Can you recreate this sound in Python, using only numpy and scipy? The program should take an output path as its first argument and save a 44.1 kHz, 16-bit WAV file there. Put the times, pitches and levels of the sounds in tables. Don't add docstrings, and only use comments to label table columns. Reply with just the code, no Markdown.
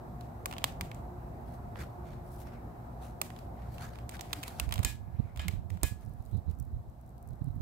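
import sys
import numpy as np
from scipy import signal
from scipy.fft import rfft, irfft, next_fast_len
from scipy.io import wavfile
from scipy.ndimage import uniform_filter1d, map_coordinates

SR = 44100
rng = np.random.default_rng(int(sys.argv[2]) if len(sys.argv) > 2 else 0)


def convert_level_to_amplitude(level_db):
    exponent = np.asarray(level_db, float) / 20
    return 10 ** exponent


def put_to_file(sound):
    columns = np.atleast_2d(sound).T
    safe = np.clip(columns, -1, 1)
    whole_steps = np.round(safe * 32767)
    wavfile.write(sys.argv[1], SR, whole_steps.astype(np.int16))


N = 335601

# start in seconds, ring level in dB, knock level in dB,
# tilt of the ring in dB per octave.
STROKES = [
    (4.848, -45, -34, -1),
    (5.832, -45.5, -23, -1.5),
    (5.394, -52, -54, -2),
]
# time in seconds, level in dB.
BREEZE_LEVEL = [
    (4.4, -88),
    (4.65, -37),
    (4.9, -40),
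    (6, -42.5),
    (6.8, -43.5),
    (7, -53.5),
    (7.3, -44),
    (7.61, -38),
]
# frequency in Hz, width in Hz, gain in dB.
PORT_MODES = [(3940, 200, -2.5), (8100, 470, -2.5), (12260, 350, 8)]


def unit(x):
    return x / np.sqrt(np.mean(x ** 2) + 1e-20)


def along(points, hz):
    f, v = np.transpose(points)
    return np.interp(np.log(hz + 1), np.log(f + 1), v)


def curve(rows, column=1):
    rows = np.array(rows)
    return np.interp(np.arange(N) / SR, rows[:, 0], rows[:, column], left=-150, right=-150)


def wobble(rate):
    knots = rng.standard_normal(int(N * rate / SR) + 4)
    return map_coordinates(knots, [np.arange(N) * rate / SR])


def filtered(x, response):
    n = x.shape[-1]
    m = next_fast_len(n + 4096)
    return irfft(rfft(x, m) * response(np.fft.rfftfreq(m, 1 / SR)), m)[..., :n]


def causal(gain):
    cepstrum = irfft(np.log(gain + 1e-6))
    half = len(cepstrum) // 2
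    cepstrum[1:half] *= 2
    cepstrum[half + 1:] = 0
    return np.exp(rfft(cepstrum))


def peak(f, hz, width):
    return 1j * f * width / (hz * hz - f * f + 1j * f * width)


def rush(gain, alike, patchy_db=0):
    pair = rng.standard_normal((2, N))
    if patchy_db:
        z = signal.stft(pair, nperseg=512)[2]
        field = uniform_filter1d(rng.standard_normal(z.shape[1:]), size=6, axis=0)
        field = uniform_filter1d(field, size=12, axis=1)
        pair = signal.istft(z * convert_level_to_amplitude(patchy_db * unit(field)), nperseg=512)[1][:, :N]

    def mid_side_gain(hz):
        turn = np.arccos(np.clip(along(alike, hz), -1, 1)) / 2
        return gain(hz) * [np.cos(turn), np.sin(turn)]

    mid, side = filtered(pair, mid_side_gain)
    return unit(np.array([mid + side, mid - side]))


def add(out, s, sound):
    at = round(s * SR)
    out[..., at:at + sound.shape[-1]] += sound[..., :N - at]


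def from_fire(sound, own, share=0.46):
    # frequency in Hz, level in dB.
    shadow_gain = [(1200, 0.5), (2500, -4), (12000, -6.5)]
    share = np.clip(share, 0, 1)
    mixed = share * sound + np.sqrt(1 - share ** 2) * own
    late = np.pad(mixed, (19, 0))[:len(sound)]
    return np.array([filtered(late, lambda f: convert_level_to_amplitude(along(shadow_gain, f))), sound])


def even(burst):
    lines = rfft(burst)
    return irfft(lines * causal(uniform_filter1d(abs(lines) ** 2, size=16) ** -.5))


def snaps():
    # start in seconds, peak in dB, ringing in Hz, brightness in dB, body in dB.
    loud_snaps = [(0.4578, -16, 2300, 2, 3), (0.5822, -25, 3200, -6, -6.5), (0.6413, -5, 3300, -4, -4),
                  (0.81, -18, 2250, -2, -4), (3.215, -10.5, 2270, 3, -3), (4.093, -26, 8180, -4.5, -10),
                  (4.2095, -23, 5900, -3, -11), (4.3304, -18, 3730, -4.5, -8), (4.4306, -26, 3210, -3, -6),
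                  (4.435, -22, 2460, 0, -6), (4.4797, -27, 4100, 0.5, 1), (4.5979, -15, 2700, 0, -7.5),
                  (4.7238, -19, 3420, -3.5, -5), (4.7394, -22.5, 3040, 2, -7), (4.7575, -28, 3340, -5, 0),
                  (4.7797, -26.5, 3510, -6, -7), (4.791, -28, 2260, -2, 2), (4.83, -27, 3680, -3, -1),
                  (4.8336, -26, 8290, -2.5, -3), (4.848, -11, 7300, -0.5, -8), (5.3943, -29, 3100, -12, -8),
                  (5.4821, -18.5, 2170, -3, -11), (5.8321, -13.5, 8100, 4, -6), (1.7575, -34, 1900, -20, 4)]
    # start in seconds, peak in dB, ringing in Hz, brightness in dB.
    small_crackles = [(0.2091, -36.5, 4040, -2), (0.5117, -29, 2370, -6), (0.526, -29, 2760, -6),
                      (0.5363, -32, 2860, -7), (0.566, -33, 2890, -16), (0.6187, -39, 3170, -16),
                      (0.7226, -42, 6000, -3), (0.8165, -36, 2300, -8), (0.915, -32.5, 2200, -10),
                      (0.946, -40, 7200, 1.5), (2.1326, -45, 2000, -12), (3.303, -36, 1900, -8),
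                      (3.3632, -41.5, 3450, -7), (3.3888, -38, 5000, -3), (3.782, -38, 2710, -8),
                      (3.9562, -40, 2450, -8), (3.987, -40.5, 2500, -8), (4.1125, -43, 6500, 0),
                      (4.121, -39, 2280, -8), (4.139, -41, 7500, 0), (4.1675, -37, 3550, -4),
                      (4.1926, -33, 3800, -10), (4.1955, -34, 3900, -10), (4.2187, -40, 7560, 0),
                      (4.3075, -40, 1920, -12), (4.3345, -26, 7900, -2), (4.358, -42, 8200, 3),
                      (4.6912, -32, 2500, -2), (4.7102, -32.5, 2350, -6), (4.7305, -33, 2400, -14),
                      (5.3611, -35.5, 2260, -3), (5.3735, -33, 3420, -4), (5.383, -43, 4000, -6),
                      (5.3975, -30, 3074, -14), (5.401, -33, 3074, -14), (5.4165, -40, 8500, 2),
                      (5.489, -39, 1500, -16), (5.5104, -39, 4260, -4), (5.5627, -48, 2470, -12),
                      (5.6985, -48, 8000, 0), (5.7026, -33, 1950, -3), (5.7722, -40, 2090, -5),
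                      (5.8135, -47, 2170, -10)]
    # frequency in Hz, density in dB per Hz.
    snap_spectrum = [(290, -34), (600, -8), (1100, 0.5), (1600, -2.5), (2300, -0.5), (3700, -2), (6000, -6),
                     (8100, -1), (9200, -7.5), (13800, -4.5), (16200, -10), (16700, -71)]
    # frequency in Hz, t60 in seconds.
    answer_t60 = [(600, 0.22), (2000, 0.24), (6000, 0.24), (15000, 0.18)]
    # frequency in Hz, gain in dB.
    answer_tone = [(800, 0), (1150, -5), (1600, 1.5), (2500, 0.5), (9000, -4), (15700, -3.5), (15900, -40)]
    crackle_body_db, crackle_scatter_db = -.5, 2.5
    hold_s, crack_t60_s, rattle_t60_s, rattle = .0014, .011, .03, .1
    answer_db, answer_growth, steel_answer_db = -48, 0.56, 9.5

    out, t = np.zeros((2, N)), np.arange(9216) / SR
    body = crackle_body_db + crackle_scatter_db * rng.standard_normal(len(small_crackles))
    rows = list(loud_snaps) + [(*row, body_db) for row, body_db in zip(small_crackles, body)]

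    f, frames, z = signal.stft(rng.standard_normal((len(rows), 2, len(t))), SR, nperseg=256)
    held_s = .045
    fade = convert_level_to_amplitude(-60 * np.maximum(frames - held_s, 0) / along(answer_t60, f)[:, None])
    answers = signal.istft(z * fade, SR, nperseg=256)[1][..., :len(t)]
    answers = answers * (1 - np.exp(-t / .007))

    u = t[:2048]
    after = np.maximum(u - hold_s, 0)
    shape = convert_level_to_amplitude(-60 * after / crack_t60_s) + rattle * convert_level_to_amplitude(-60 * after / rattle_t60_s)
    shape = shape + 1.6 * convert_level_to_amplitude(-60 * u / .003)
    shape = shape * (1 - np.exp(-u / .0001))
    size = (len(rows), 2, len(u))
    spikes = convert_level_to_amplitude(3 * rng.standard_normal(size))
    bursts = rng.standard_normal(size) * spikes * shape

    for (s, db, hz, bright_db, body_db), burst, answer in zip(rows, bursts, answers):
        on_steel = min(abs(s - stroke[0]) for stroke in STROKES) < .004
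        tilt = [(700, body_db + 11), (1150, body_db + 8), (1500, body_db + 3), (1900, 0.00092),
                (3200, 0), (9000, 1.2 * bright_db + 3)]

        def own_ring(f):
            return abs(peak(f, hz, 0.11 * hz))

        def colour(f):
            return convert_level_to_amplitude(along(snap_spectrum, f)) * convert_level_to_amplitude(along(tilt, f)) * (1 + 1.9 * own_ring(f))

        def answer_colour(f):
            return colour(f) * convert_level_to_amplitude(along(answer_tone, f)) / (1 + 1.3 * own_ring(f))

        burst = filtered(np.array([even(b) for b in burst]), lambda f: causal(colour(f)))
        add(out, s, convert_level_to_amplitude(db + .5) * from_fire(*burst) / abs(burst).max())
        answer = filtered(answer, answer_colour)
        level_db = answer_db + answer_growth * db + steel_answer_db * on_steel
        add(out, s, convert_level_to_amplitude(level_db) * answer / answer[:, :2048].std())
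    return out


def ticks():
    # start in seconds, peak in dB, frequency in Hz.
    ember_ticks = [(6.0104, -57, 12200), (6.0352, -60, 3570), (6.0496, -57, 13000), (6.0604, -58, 5610),
                   (6.0934, -60, 12200), (6.136, -58, 13000), (6.2238, -57, 14000), (6.2522, -53, 14400),
                   (6.2604, -53, 4300), (6.3126, -58, 3810), (6.3464, -60, 3670), (6.3684, -56, 4560),
                   (6.3744, -57, 3960), (6.4991, -53, 4750), (6.5114, -52, 3840), (6.5504, -63, 7640),
                   (6.5874, -54, 13000), (6.5989, -42, 13000), (6.6248, -54, 13100), (6.6513, -61, 12600),
                   (6.8977, -64, 12400), (7.0115, -58, 13900), (7.0618, -60, 12900), (7.0764, -60, 14000),
                   (7.0918, -58, 11100), (7.1034, -64, 12600), (7.1796, -58, 3860), (7.226, -55, 12900),
                   (7.2744, -54, 12700), (7.2874, -55, 7800), (7.3054, -61, 4360), (7.3317, -60, 3800),
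                   (7.3554, -65, 12200), (7.3931, -64, 12200), (7.442, -52, 13700), (7.4584, -62, 3780),
                   (7.4844, -59, 12900), (7.5114, -64, 3590), (7.5542, -60, 12500), (7.5644, -65, 12200)]
    out, t = np.zeros((2, N)), np.arange(512) / SR
    for s, db, hz in ember_ticks:
        def colour(f):
            return (peak(f, hz, .3 * hz) + 0.6 * peak(f, 10000, 9000)) * peak(f, 8100, 12000) * (f < 16000)

        tick = filtered(rng.standard_normal((2, len(t))) * convert_level_to_amplitude(-60 * t / .012), colour)
        add(out, s + .0008, convert_level_to_amplitude(db + 4) * tick / abs(tick).max())
    return out


def steel():
    # frequency in Hz, level in dB, t60 in seconds.
    wall_modes = [(1690, -5.5, .55), (1825, -8, .14), (2083, -8, .26), (2202, -8, .14), (2462, -2, .3),
                  (3074, -4, .19), (3590, -5, .13), (3704, -6, .14), (4075, -11, .22), (4786, -8, .14),
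                  (5265, -8, .16), (5615, -12, .19), (6850, -7, .14), (7348, -5, .15), (8037, -12, .18),
                  (9600, -15, .2), (10220, -12, .15), (11500, -14, .17)]
    beat_hz, beat_depth = 3, .6
    out, t = np.zeros((2, N)), np.arange(SR // 3) / SR
    for s, db, knock_db, tilt_db in STROKES:
        for hz, level_db, t60 in wall_modes:
            phase = rng.uniform(0, 2 * np.pi) + rng.normal(0, .6, (2, 1))
            scatter_db = rng.normal(0, 1.5, (2, 1))
            drift = np.cumsum(rng.normal(0, .024, len(t)))
            ring = np.sin(2 * np.pi * hz * t + phase + drift) * (1 - np.exp(-t / .003))
            ring *= 1 + beat_depth * np.cos(2 * np.pi * beat_hz * t)
            start_db = db + level_db + tilt_db * np.log2(hz / 2500) + scatter_db
            add(out, s, convert_level_to_amplitude(start_db - 60 * t / t60) * ring)
        thud = rng.standard_normal((2, len(t))) * convert_level_to_amplitude(-60 * t / .06)
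        thud = filtered(thud, lambda f: peak(f, 360, 705) ** 2)
        add(out, s, convert_level_to_amplitude(knock_db) * convert_level_to_amplitude([[-6], [0]]) * thud / abs(thud).max())
    return out


def rustles():
    # centre in seconds, length in seconds, level in dB, tilt in dB from band to band.
    cloth_swells = [(0.027, 0.03, -89, -5), (1.52, .04, -74, 0), (1.805, 0.025, -59, -6.5),
                    (1.878, .04, -72, -4), (2.109, 0.045, -68, -6), (2.318, 0.039, -71, 6),
                    (2.418, 0.027, -62.5, 4), (2.515, 0.04, -69, -9), (3.064, 0.036, -65, -2),
                    (3.36, 0.053, -72, -1), (3.62, 0.04, -76, -10), (3.75, 0.043, -67, -0.5),
                    (3.845, 0.03, -59, -5), (3.95, 0.043, -69.5, -4), (4.145, 0.012, -76, -14),
                    (4.29, 0.036, -68, -3), (4.38, 0.05, -65.5, 0.5), (4.48, 0.053, -62, -3),
                    (4.625, 0.02, -62, -10), (4.56, .04, -68, 0), (4.145, .03, -70, -1),
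                    (5.248, 0.12, -82.5, -10.5), (6.05, 0.056, -76.5, -1), (6.298, 0.072, -79, 3),
                    (6.518, .02, -78, -3)]
    # band centre in Hz, width in Hz.
    cloth_bands = [(1400, 1350), (4000, 5100), (11000, 9000)]
    out, t = np.zeros((2, N)), np.arange(N) / SR
    coarse = t[::64]
    swells = np.array([np.exp(-.5 * ((coarse - s) / length) ** 2) for s, length, *_ in cloth_swells])
    level_db, tilt_db = np.transpose(cloth_swells)[2:]
    for step, (hz, width) in enumerate(cloth_bands):
        gain = np.interp(t, coarse, convert_level_to_amplitude(level_db + (step - 1) * tilt_db) @ swells)
        band = rush(lambda f: abs(peak(f, hz, width)) ** 2 * (f < 15800), [(1000, 0.25)], patchy_db=2.5)
        out += gain * band
    return convert_level_to_amplitude(2.4 * wobble(40) + 2.2 * wobble(300) - .7) * out


def scrape():
    # centre in seconds, length in seconds, level in dB.
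    sleeve_rubs = [
        (1.79, .03, -70),
        (2.09, .025, -70),
        (2.16, .03, -74),
        (2.47, .02, -76),
        (2.55, .04, -74),
        (3.84, .04, -76),
        (4.455, .018, -59),
        (4.53, .04, -70),
        (5.42, .02, -63),
    ]
    slide = [(4.98, -82), (5.36, -74)]
    t = np.arange(0, N, 64) / SR
    rubs = sum(convert_level_to_amplitude(db) * np.exp(-.5 * ((t - s) / length) ** 2) for s, length, db in sleeve_rubs)
    level = convert_level_to_amplitude(curve(slide)) + np.interp(np.arange(N) / SR, t, rubs)
    hiss = rush(lambda f: abs(peak(f, 2200, 800)) ** 3, [(1000, .3)], patchy_db=3)
    return level * convert_level_to_amplitude(2.2 * wobble(30)) * hiss


def eddies():
    # centre in seconds, peak in dB, frequency in Hz, length in seconds.
    strong = [(4.632, -27, 55, .024), (4.685, -25.5, 71, .017), (4.727, -27.5, 79, 0.024),
              (4.77, -27, 107, .013), (4.799, -15.5, 87, 0.018), (4.858, -22.5, 60, 0.028),
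              (4.953, -29.5, 97, .012), (5.147, -28, 98, 0.016), (5.199, -15.5, 105, 0.014),
              (5.395, -29, 66, 0.022), (5.491, -23, 87, 0.025), (5.536, -23, 99, 0.01),
              (5.557, -25, 85, .017), (5.66, -28, 94, 0.022), (5.733, -26, 90.6, .045),
              (5.843, -16.5, 61, .02), (5.921, -25, 97.5, 0.016), (6.206, -27.5, 74, .013),
              (6.33, -20, 83, 0.0084), (6.35, -20.5, 90, 0.035), (6.387, -23.5, 85, 0.019),
              (6.493, -21, 79.3, 0.038), (6.606, -25.5, 82, 0.014), (6.742, -26, 72.8, 0.024),
              (6.767, -28, 85, 0.012), (7.308, -32, 93, .015), (7.332, -30.5, 66, .013),
              (7.419, -21, 116, .011), (7.479, -23, 126.5, .018), (7.506, -25, 82, 0.014)]
    count, per_s, over_breeze_db, middle_hz = 21, 7, 6.5, 85
    cycles = 1.3
    chance = rng.standard_normal((count, 3))
    s = BREEZE_LEVEL[0 + 1][0] + (np.arange(count) + .3 * chance[:, 0]) / per_s
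    s = np.clip(s, 0, N / SR)
    db = np.interp(s, *np.transpose(BREEZE_LEVEL)) + over_breeze_db + 2.5 * chance[:, 1]
    hz = middle_hz * np.exp(0.18 * chance[:, 2])
    return list(strong) + list(zip(s, db, hz, cycles / hz))


def thumps(rows):
    out, t = np.zeros(N), np.arange(-2500, 2500) / SR
    for s, db, hz, length in rows:
        bend = 1 + 500 / hz * rng.normal() * t
        turn = 2 * np.pi * hz * t * bend - np.pi / 2 + .45 * rng.normal()
        steep = np.clip((db + 35.5) / 40, 0, .9)
        flutter = unit(filtered(rng.standard_normal(len(t)), lambda f: peak(f, 191, 190) ** 2))
        push = np.sin(turn + steep * np.sin(turn)) + 0.21 * steep * flutter
        add(out, s + t[0], convert_level_to_amplitude(db) * np.exp(-.5 * (t / (0.39 * length)) ** 2) * push)
    return out


def wind():
    # centre in seconds, peak in dB, frequency in Hz, length in seconds.
    left_eddies = [
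        (5.245, -37, 81, 0.016),
        (5.394, -33, 69, 0.028),
        (5.847, -37, 228.5, 0.016),
        (6.745, -34.5, 61, 0.044),
        (6.801, -34, 99, 0.02),
        (6.891, -38, 72, 0.019),
    ]
    quick_eddies = [
        (5.465, -28, 169, 0.021),
        (5.76, -32, 179, 0.021),
        (7.45, -30, 140, 0.019),
        (7.611, -20, 90, 0.012),
    ]
    soft_bump = [
        (4.39, -43.5, 290, .03),
    ]
    # frequency in Hz, density in dB per Hz.
    bed_spectrum = [(15, -34), (40, -3), (70, 0.5), (150, -9), (300, -24), (600, -60), (1500, -120)]
    bed = rush(lambda f: convert_level_to_amplitude(along(bed_spectrum, f)), [(30, 0)])
    bed = convert_level_to_amplitude(curve(BREEZE_LEVEL) + 4.16 * wobble(14)) * bed
    whistle = rush(lambda f: abs(peak(f, PORT_MODES[0][0], 500)) ** 2, [(4000, .2)])
    whistle = convert_level_to_amplitude(-47 + 3 * wobble(8)) * whistle
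    pushes = np.array([thumps(left_eddies), thumps(eddies() + list(quick_eddies))])
    flow = uniform_filter1d(abs(pushes), size=441)
    return pushes + flow * whistle + thumps(soft_bump) + bed * convert_level_to_amplitude([[-18], [0]])


def background():
    # time in seconds, gain in dB.
    recorder_gain = [
        (0, 1),
        (2.5, 0),
        (4.84, -0.5),
        (4.92, -7),
        (6, -8.5),
        (7.61, -9),
    ]
    # frequency in Hz, density in dB per Hz.
    fan_spectrum = [(15, -40.5), (25, -14), (54, -4), (129, -4), (240, -11.5), (294, -15.5), (352, -14),
                    (421, -18), (580, -17), (709, -12), (2510, -42.5), (3000, -52), (3900, -81.5),
                    (6600, -120)]
    # frequency in Hz, width in Hz, top in dB.
    blade_orders = [(60.4, 9, 0.5), (117.4, 9, -2), (236.7, 7.1, -11), (710.7, 14, -14)]
    # frequency in Hz, density in dB per Hz.
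    hiss_spectrum = [(1200, -30.5), (2000, -8), (3300, -5.5), (5440, -6.5), (9330, -10), (14000, -7),
                     (15700, -7.5), (15900, -60.5)]
    # frequency in Hz, left-right likeness.
    likeness = [(60, 0.94), (150, 0.98), (380, 0.58), (950, 0.0035), (2380, -0.26), (5980, -0.05),
                (15000, -0.02)]
    whine_db, beat_s, beat_db = -60.5, 1.12, 3.5
    fades_s, fade_db_per_s, least_db = 2.4, 6, -73.5

    def orders(f):
        return sum(convert_level_to_amplitude(db) * abs(peak(f, hz, width)) ** 2 for hz, width, db in blade_orders)

    def port(f):
        modes = sum(convert_level_to_amplitude(db) * abs(peak(f, hz, width)) for hz, width, db in PORT_MODES)
        return convert_level_to_amplitude(along(hiss_spectrum, f)) * (1 + modes)

    gain_db = curve(recorder_gain)
    fan = rush(lambda f: convert_level_to_amplitude(along(fan_spectrum, f)), likeness, patchy_db=1.28)
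    fan = convert_level_to_amplitude(-45.5 + .8 * wobble(3.01)) * fan
    hum = convert_level_to_amplitude(-47) * rush(orders, likeness)
    t = np.arange(N) / SR
    fading_db = np.maximum(whine_db - fade_db_per_s * np.maximum(t - fades_s, 0), least_db)
    whine = rush(lambda f: abs(peak(f, 356, 5)) ** 2, [(356, .9)]) * convert_level_to_amplitude([[-6], [3]])
    whine = convert_level_to_amplitude(fading_db + beat_db * np.cos(2 * np.pi * t / beat_s)) * whine
    hiss = convert_level_to_amplitude(-72 + 0.57 * gain_db) * rush(port, [(1000, .05)])
    return convert_level_to_amplitude(gain_db) * (fan + hum) + whine + hiss


def scene():
    return snaps() + ticks() + steel() + rustles() + scrape() + wind() + background()


def low_pass(x):
    return signal.sosfilt(signal.butter(12, 16660, fs=SR, output="sos"), x)


def record(dry):
    mix = filtered(dry, lambda f: f < 16600)
    return low_pass(mix)


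dry = scene()
out = record(dry)
put_to_file(out)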